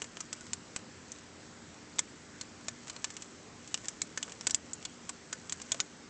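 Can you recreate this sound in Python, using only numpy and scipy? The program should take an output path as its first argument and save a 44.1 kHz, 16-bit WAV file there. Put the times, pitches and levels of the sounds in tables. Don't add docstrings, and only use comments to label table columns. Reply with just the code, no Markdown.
import sys
import numpy as np
from scipy import signal
from scipy.fft import rfft, irfft, next_fast_len
from scipy.io import wavfile
from scipy.ndimage import uniform_filter1d

SR = 44100
rng = np.random.default_rng(int(sys.argv[2]) if len(sys.argv) > 2 else 0)


def file_out(sig):
    cols = np.atleast_2d(sig).T
    lim = np.clip(cols, -1, 1)
    pcm = np.round(lim * 32767).astype(np.int16)
    wavfile.write(sys.argv[1], SR, pcm)


N = 268657
TOP_HZ = 9400
LEAD_IN_S = 0.00062

# start in seconds, relative level in dB, brightness in dB per octave,
# ringing in dB compared with the crack, relative knock level in dB, and a list of the pitches
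# that the landing spot boosts or mutes (each a pitch in Hz and a change in dB).
LARGE_GRAINS = [(0.018, -39, 0, 20, -66, [(400, 14), (2880, 12), (4400, -10), (5200, -5)]),
                (0.0413, -48.5, -2.5, 7, -77, [(7100, 7)]), (0.1694, -46.5, -3, -7, -78, [(3050, 12)]),
                (0.204, -42, 3, 5, -62, [(1280, 15.5), (3600, -8), (5960, 7)]),
                (0.328, -40, 1, 4, -62, [(1500, 3), (3500, 1), (5360, 7), (7750, 3)]),
                (0.4084, -53, 2.5, -7, -59, [(1460, 22.5)]), (0.466, -54, -2.5, -1, -70, [(1420, 6)]),
                (0.5324, -37, 3, -7, -66, [(1850, 4), (7150, 4.5)]),
                (0.7614, -38, -1.3, -2, -49, [(2670, 5), (3500, -6), (8040, 9)]),
                (1.118, -51, 5.5, -7, -66, [(6150, 13), (7000, 2)]), (1.185, -66, 5, -3, -80, [(7100, 4)]),
                (1.9849, -40, -1, 0, -62, [(3600, 10), (7100, -2)]),
                (1.991, -29.5, 2.3, -10, -55, [(950, 7), (2150, 9), (2750, -13), (3450, 8), (4450, -6),
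                (7700, 4)]), (2.4111, -42, 1.8, -7, -65, [(4230, 11)]),
                (2.6825, -38, -1, -3, -55, [(850, 3), (2400, 3.5), (3050, -9), (3700, 5.5), (5470, 5),
                (7000, 5)]), (2.871, -52.5, -4, 2, -74, [(2850, 2)]),
                (2.88, -49, -0.5, 3, -74, [(1430, 3)]), (2.8969, -42.5, 0, 8, -77, [(4190, 9), (5800, 0)]),
                (2.963, -47.5, -3, 9, -73, [(4230, 12)]), (3.0426, -33, -0.5, 6, -60, [(620, -12),
                (1020, 3.5), (1330, -6), (4240, 3)]), (3.103, -47.5, -0.5, -4, -78, [(1520, 9)]),
                (3.166, -45, 1, 12, -72, [(2850, 8)]), (3.221, -47, 3.5, -6, -66, [(2750, 8)]),
                (3.675, -52.5, 3, -1, -83, [(6150, 1)]), (3.7421, -33.2, 1.3, -4, -55, [(2200, -5),
                (2860, 10), (3790, 6)]), (3.775, -49.5, -1, -6, -68, [(2890, 6)]),
                (3.8442, -53, -0.5, 0, -75, [(1830, 15)]), (3.855, -48.5, 1, -2, -72, [(5680, 4)]),
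                (3.883, -37.5, 3.5, 8, -68, [(1500, 4.5), (2700, -7), (4300, -6), (6150, 5)]),
                (4.0167, -36, 3, 0, -63, [(2240, 10), (2950, -11), (4050, 8.5), (7180, 7)]),
                (4.1741, -38, -1, 18, -77, [(1570, 8), (1800, 8.5), (4050, 1), (6290, 8)]),
                (4.2272, -39, 2, -5, -78, [(2900, 9), (3400, 12), (7450, 4)]),
                (4.279, -57, -7, -2, -65, [(1570, 11)]), (4.295, -53, -2, 3, -79, [(3430, 8)]),
                (4.32, -47.5, 1, -6, -76, [(2870, 9)]), (4.4096, -46.5, -1.5, -10, -67, [(5500, 13.5)]),
                (4.4685, -31.5, -0.5, -3, -59, [(500, 10), (1000, -2), (4000, 1), (4780, 5), (8040, 7.5)]),
                (4.4724, -38, 4, -14, -59, [(7160, 9.5), (8040, 0)]),
                (4.4954, -44, -0.5, 4.5, -64, [(1820, 2)]), (4.507, -36.5, 3, -1, -55, [(1500, 1),
                (2500, -14), (5750, 9.5), (6500, -7), (7900, 4)]), (4.545, -30, 4.5, -9, -52, [(1550, -11),
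                (3410, 6), (4000, -5), (4900, 4), (5500, -7), (7400, 4.5), (8150, -0.5)]),
                (4.7323, -49, 9.5, -9, -79, [(6880, 7.5), (7700, 6)]),
                (4.826, -54, 0.5, -15, -77, [(3170, 13)]), (4.851, -40.5, 1.1, 1, -82, [(3420, 9.5),
                (4300, 8.5)]), (5.0922, -41, -1, 14, -76, [(1010, 12.5), (1400, 1), (7800, 9), (8280, 6)]),
                (5.327, -38, -0.5, 14, -75, [(1560, 13), (2400, -6), (6820, 5)]),
                (5.353, -64, -4, -4, -82, [(2900, 6)]), (5.495, -44.5, 2, -5, -76, [(3400, 10), (6380, 8)]),
                (5.5226, -35.5, 2, -3, -72, [(2650, -5), (3900, 2), (5480, -11), (7500, 2.5)]),
                (5.599, -52.5, -2, -8, -79, [(2840, 10)]), (5.616, -46, 3.5, -3, -75, [(1030, 10)]),
                (5.7116, -56, -3, 0, -83, [(7000, -1)]), (5.718, -32.5, 3, 10, -52, [(613, 15), (3400, 12),
                (4050, 2), (6860, 5.5)]), (5.744, -44.5, -3, -4, -62, [(600, 10)]),
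                (5.789, -63, -1, 2, -83, [(7100, 6)]), (5.7955, -57, -4, -15, -80, [(1250, 21)]),
                (5.8015, -29, 1, 0, -67, [(550, -11), (1000, -3), (3820, 6), (5200, 0), (6750, 5),
                (7770, -18)])]
# pitch in Hz, relative level in dB, seconds to fade by 60 dB.
PANE_NOTES = [(530, -12, 0.024), (700, -13.5, 0.022), (1030, 2, 0.0086), (1285, 3, 0.059),
              (1487, 6.5, 0.068), (1752, 3.5, 0.13), (2970, -6.5, 0.042), (3300, -4, 0.0075),
              (5900, -5, 0.036), (7580, -8, 0.014)]
# pitch in Hz, gain in dB.
THROUGH_GLASS = [(40, -32.5), (170, -29), (500, -11), (950, -9), (1550, -6.5), (2300, -5.5), (3200, -6),
                 (4250, -7), (5300, -4), (6300, -1.5), (7300, 0.5), (8150, -5.5), (9200, -15.5)]


def amp(db):
    return 10 ** (np.asarray(db) / 20)


def unit_level(x):
    return x / np.sqrt(np.mean(x ** 2) + 1e-20)


def curve_at(points, hz):
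    point_hz, value = np.transpose(points)
    return np.interp(np.log(hz + 1), np.log(point_hz + 1), value)


def add_at(mix, start_s, sound):
    part = mix[max(round(start_s * SR), 0):][:len(sound)]
    part += sound[:len(part)]


def causal_filter(gain):
    log_gain = np.log(np.maximum(gain, 1e-5))
    mirrored = np.r_[log_gain, log_gain[-2:0:-1]]
    return np.exp(np.conj(signal.hilbert(mirrored)))[:len(gain)]


def room_hum(steadiness=0.76):
    # pitch in Hz, half width in Hz, average level in dB.
    room_notes = [(88, 4, -72.5), (126, 6, -73.5), (180, 7, -69), (218, 6, -69.5), (240, 2.2, -63.4),
                  (294, 3, -66.5), (308, 4, -69), (335, 3, -73.5), (389, 4, -68.8), (432, 6, -75),
                  (510, 14, -73.5)]
    size = next_fast_len(N)
    hz, out = np.arange(size // 40) * SR / size, np.zeros(N)
    for pitch, width, db in room_notes:
        real, imag = rng.standard_normal((2, len(hz)))
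        tone = np.fft.ifft((real + 1j * imag) / (1 + ((hz - pitch) / width) ** 2), size)[:N]
        loudness = np.hypot(abs(tone), np.std(tone) / 2)
        out += amp(db) * unit_level(tone.real / loudness ** steadiness)
    return out


def wind(level_db=-53.2, patch_db=1.16, rumble_hz=550):
    # pitch in Hz, relative level in dB.
    wind_colour = [(18, -50), (30, -27), (85, -5.5), (174, -4), (236, -4.5), (340, -8), (451, -8.6),
                   (638, -12.5), (786, -13.5), (1060, -13.7), (1370, -13.2), (2030, -15), (2600, -18),
                   (3710, -19.8), (7600, -17.3), (9880, -39.5), (16700, -120)]
    # time in seconds, change in the rumble's level in dB.
    gusts = [(0, -1.5), (1.2, -0.1), (2.3, -1), (3.2, -0.5), (4.1, 0.5), (4.7, -0.3), (5.2, -1),
             (6.1, -1.5)]
    frames, hz = N // 512 + 5, np.fft.rfftfreq(2048, 1 / SR)
    real, imag, patches = rng.standard_normal((3, frames, len(hz)))
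    patches = uniform_filter1d(patches, size=8, axis=0)
    patches = unit_level(uniform_filter1d(patches, size=24, axis=1))
    gust_db = np.interp(np.arange(frames) * 512 / SR, *np.transpose(gusts))
    rumble_db = gust_db[:, None] / (1 + (hz / rumble_hz) ** 4)
    gain = amp(curve_at(wind_colour, hz) + patch_db * patches + rumble_db) * (hz < TOP_HZ)
    _, noise = signal.istft(((real + 1j * imag) * gain).T, nperseg=2048, noverlap=1536)
    return amp(level_db) * unit_level(noise[:N])


def room_echo(x, echo_db=-26, fade_s=0.072):
    t = np.arange(SR // 2) / SR
    tail = rng.standard_normal(len(t)) * amp(-60 * t / fade_s) * (t > .008)
    return amp(echo_db) * signal.fftconvolve(x, tail / np.linalg.norm(tail))[:N]


def snow_dust(level_db=-64.8, spread_s=.05, specks_per_s=250, low_cut_hz=4000):
    slots = [round(row[0] * 100) for row in LARGE_GRAINS]
    landings = np.bincount(slots, minlength=N * 100 // SR + 1)
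    nearby = np.convolve(landings, signal.windows.gaussian(51, spread_s * 100), "same")
    thickness = np.interp(np.arange(N) * 100 / SR, np.arange(len(nearby)), nearby)
    specks = rng.standard_normal(N) * (rng.random(N) < specks_per_s * thickness / SR)
    size = next_fast_len(N, True)
    hz = np.fft.rfftfreq(size, 1 / SR)
    treble = hz ** 3 / (hz ** 3 + low_cut_hz ** 3) * (hz < TOP_HZ)
    colour = amp(curve_at(THROUGH_GLASS, hz)) * treble
    return amp(level_db) * unit_level(irfft(rfft(specks, size) * colour, size)[:N])


def fine_flakes(softest_db=-68.0, spread_db=2.4, flakes_per_s=5, flakes_per_grain=4, scatter_s=.035):
    steady = rng.uniform(0, N / SR, round(flakes_per_s * N / SR))
    flurries = np.repeat([row[0] for row in LARGE_GRAINS], flakes_per_grain)
    times = np.r_[steady, flurries + scatter_s * rng.standard_normal(len(flurries))]
    out = np.zeros(N)
    for start_s, (smallness, place) in zip(times, rng.random((len(times), 2))):
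        size_db = -spread_db * np.log(max(smallness, .05))
        note_hz = PANE_NOTES[int(place * len(PANE_NOTES))][0]
        flake = grain_tick(bright_db=-3.0, ring_db=-4, spot=[(note_hz, 8)])
        add_at(out, start_s, amp(softest_db + size_db) * flake)
    return out


def pane_knock(size=2048, give_s=0.00084, recoil=0.45):
    progress = np.maximum(np.arange(size) / SR - LEAD_IN_S, 0) / give_s
    return unit_level(progress * (1 - recoil * progress / 2) * np.exp(-progress))


def strike_spectrum(ring_db, size=2048, crush_s=.0007, ring_fade_s=.031):
    t, hz = np.arange(size) / SR, np.fft.rfftfreq(size, 1 / SR)
    age = np.maximum(t - LEAD_IN_S, 0)
    crush = age / crush_s
    crack = crush ** 2 * np.exp(1 - crush ** 2)
    bunches_db = 3.5 * np.tanh(unit_level(uniform_filter1d(rng.standard_normal(size), size=40)))
    ring = amp(ring_db - 60 * age / ring_fade_s + bunches_db) * np.minimum(crush, 1)
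    noise = signal.resample(rng.standard_normal(size * 2 // 5), size)
    waves = np.cos(np.angle(signal.hilbert(noise)))
    hit = waves * np.hypot(crack, ring)
    notes = sum(amp(db - 60 * t / fade_s) * np.cos(2 * np.pi * pitch * t)
                * 2 * np.log(1000) / (fade_s * SR) for pitch, db, fade_s in PANE_NOTES)
    spectrum = rfft(hit + signal.fftconvolve(hit, notes)[:size])
    outline = np.sqrt(abs(uniform_filter1d(abs(spectrum) ** 2, size=29)))
    heard = hz < TOP_HZ
    spectrum *= causal_filter(1 / np.interp(hz, hz[heard], outline[heard]))
    return spectrum / np.std(irfft(spectrum * heard))


def grain_tick(bright_db, ring_db, spot, size=2048, tilt_from_hz=500, pivot_hz=4000):
    hz = np.fft.rfftfreq(size, 1 / SR)
    tilt_db = bright_db * np.log2(np.maximum(hz, tilt_from_hz) / pivot_hz)
    spot_db = sum(db / (1 + ((hz - pitch) / (92 + 0.028 * pitch)) ** 2) for pitch, db in spot)
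    colour = causal_filter(amp(curve_at(THROUGH_GLASS, hz) + tilt_db + spot_db))
    fade_out = np.linspace(1, 0, size) ** .5
    return irfft(strike_spectrum(ring_db) * colour) * fade_out


def large_grains(tick_gain_db=1.0, knock_gain_db=-5.0):
    out = np.zeros(N)
    for start_s, level_db, bright_db, ring_db, knock_db, spot in LARGE_GRAINS:
        tick = amp(level_db + tick_gain_db) * grain_tick(bright_db, ring_db, spot)
        knock = amp(knock_db + knock_gain_db) * pane_knock()
        add_at(out, start_s, tick + knock)
    return out


def scene():
    snow = large_grains() + fine_flakes() + snow_dust()
    return (snow + room_echo(snow) + wind() + room_hum())[None]


def record(dry):
    # pitch in Hz, relative level in dB.
    microphone = [(7600, -5), (8000, -3.5), (8400, -9), (8700, -16), (9000, -29), (9400, -36)]
    response_db = curve_at(microphone, np.fft.rfftfreq(N, 1 / SR))
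    softened = irfft(rfft(dry) * amp(response_db - response_db[0]), N)
    low_pass = signal.firwin(511, TOP_HZ, window=("kaiser", 9), fs=SR)
    return signal.oaconvolve(softened, low_pass[None], "same")


dry = scene()
out = record(dry)
file_out(out)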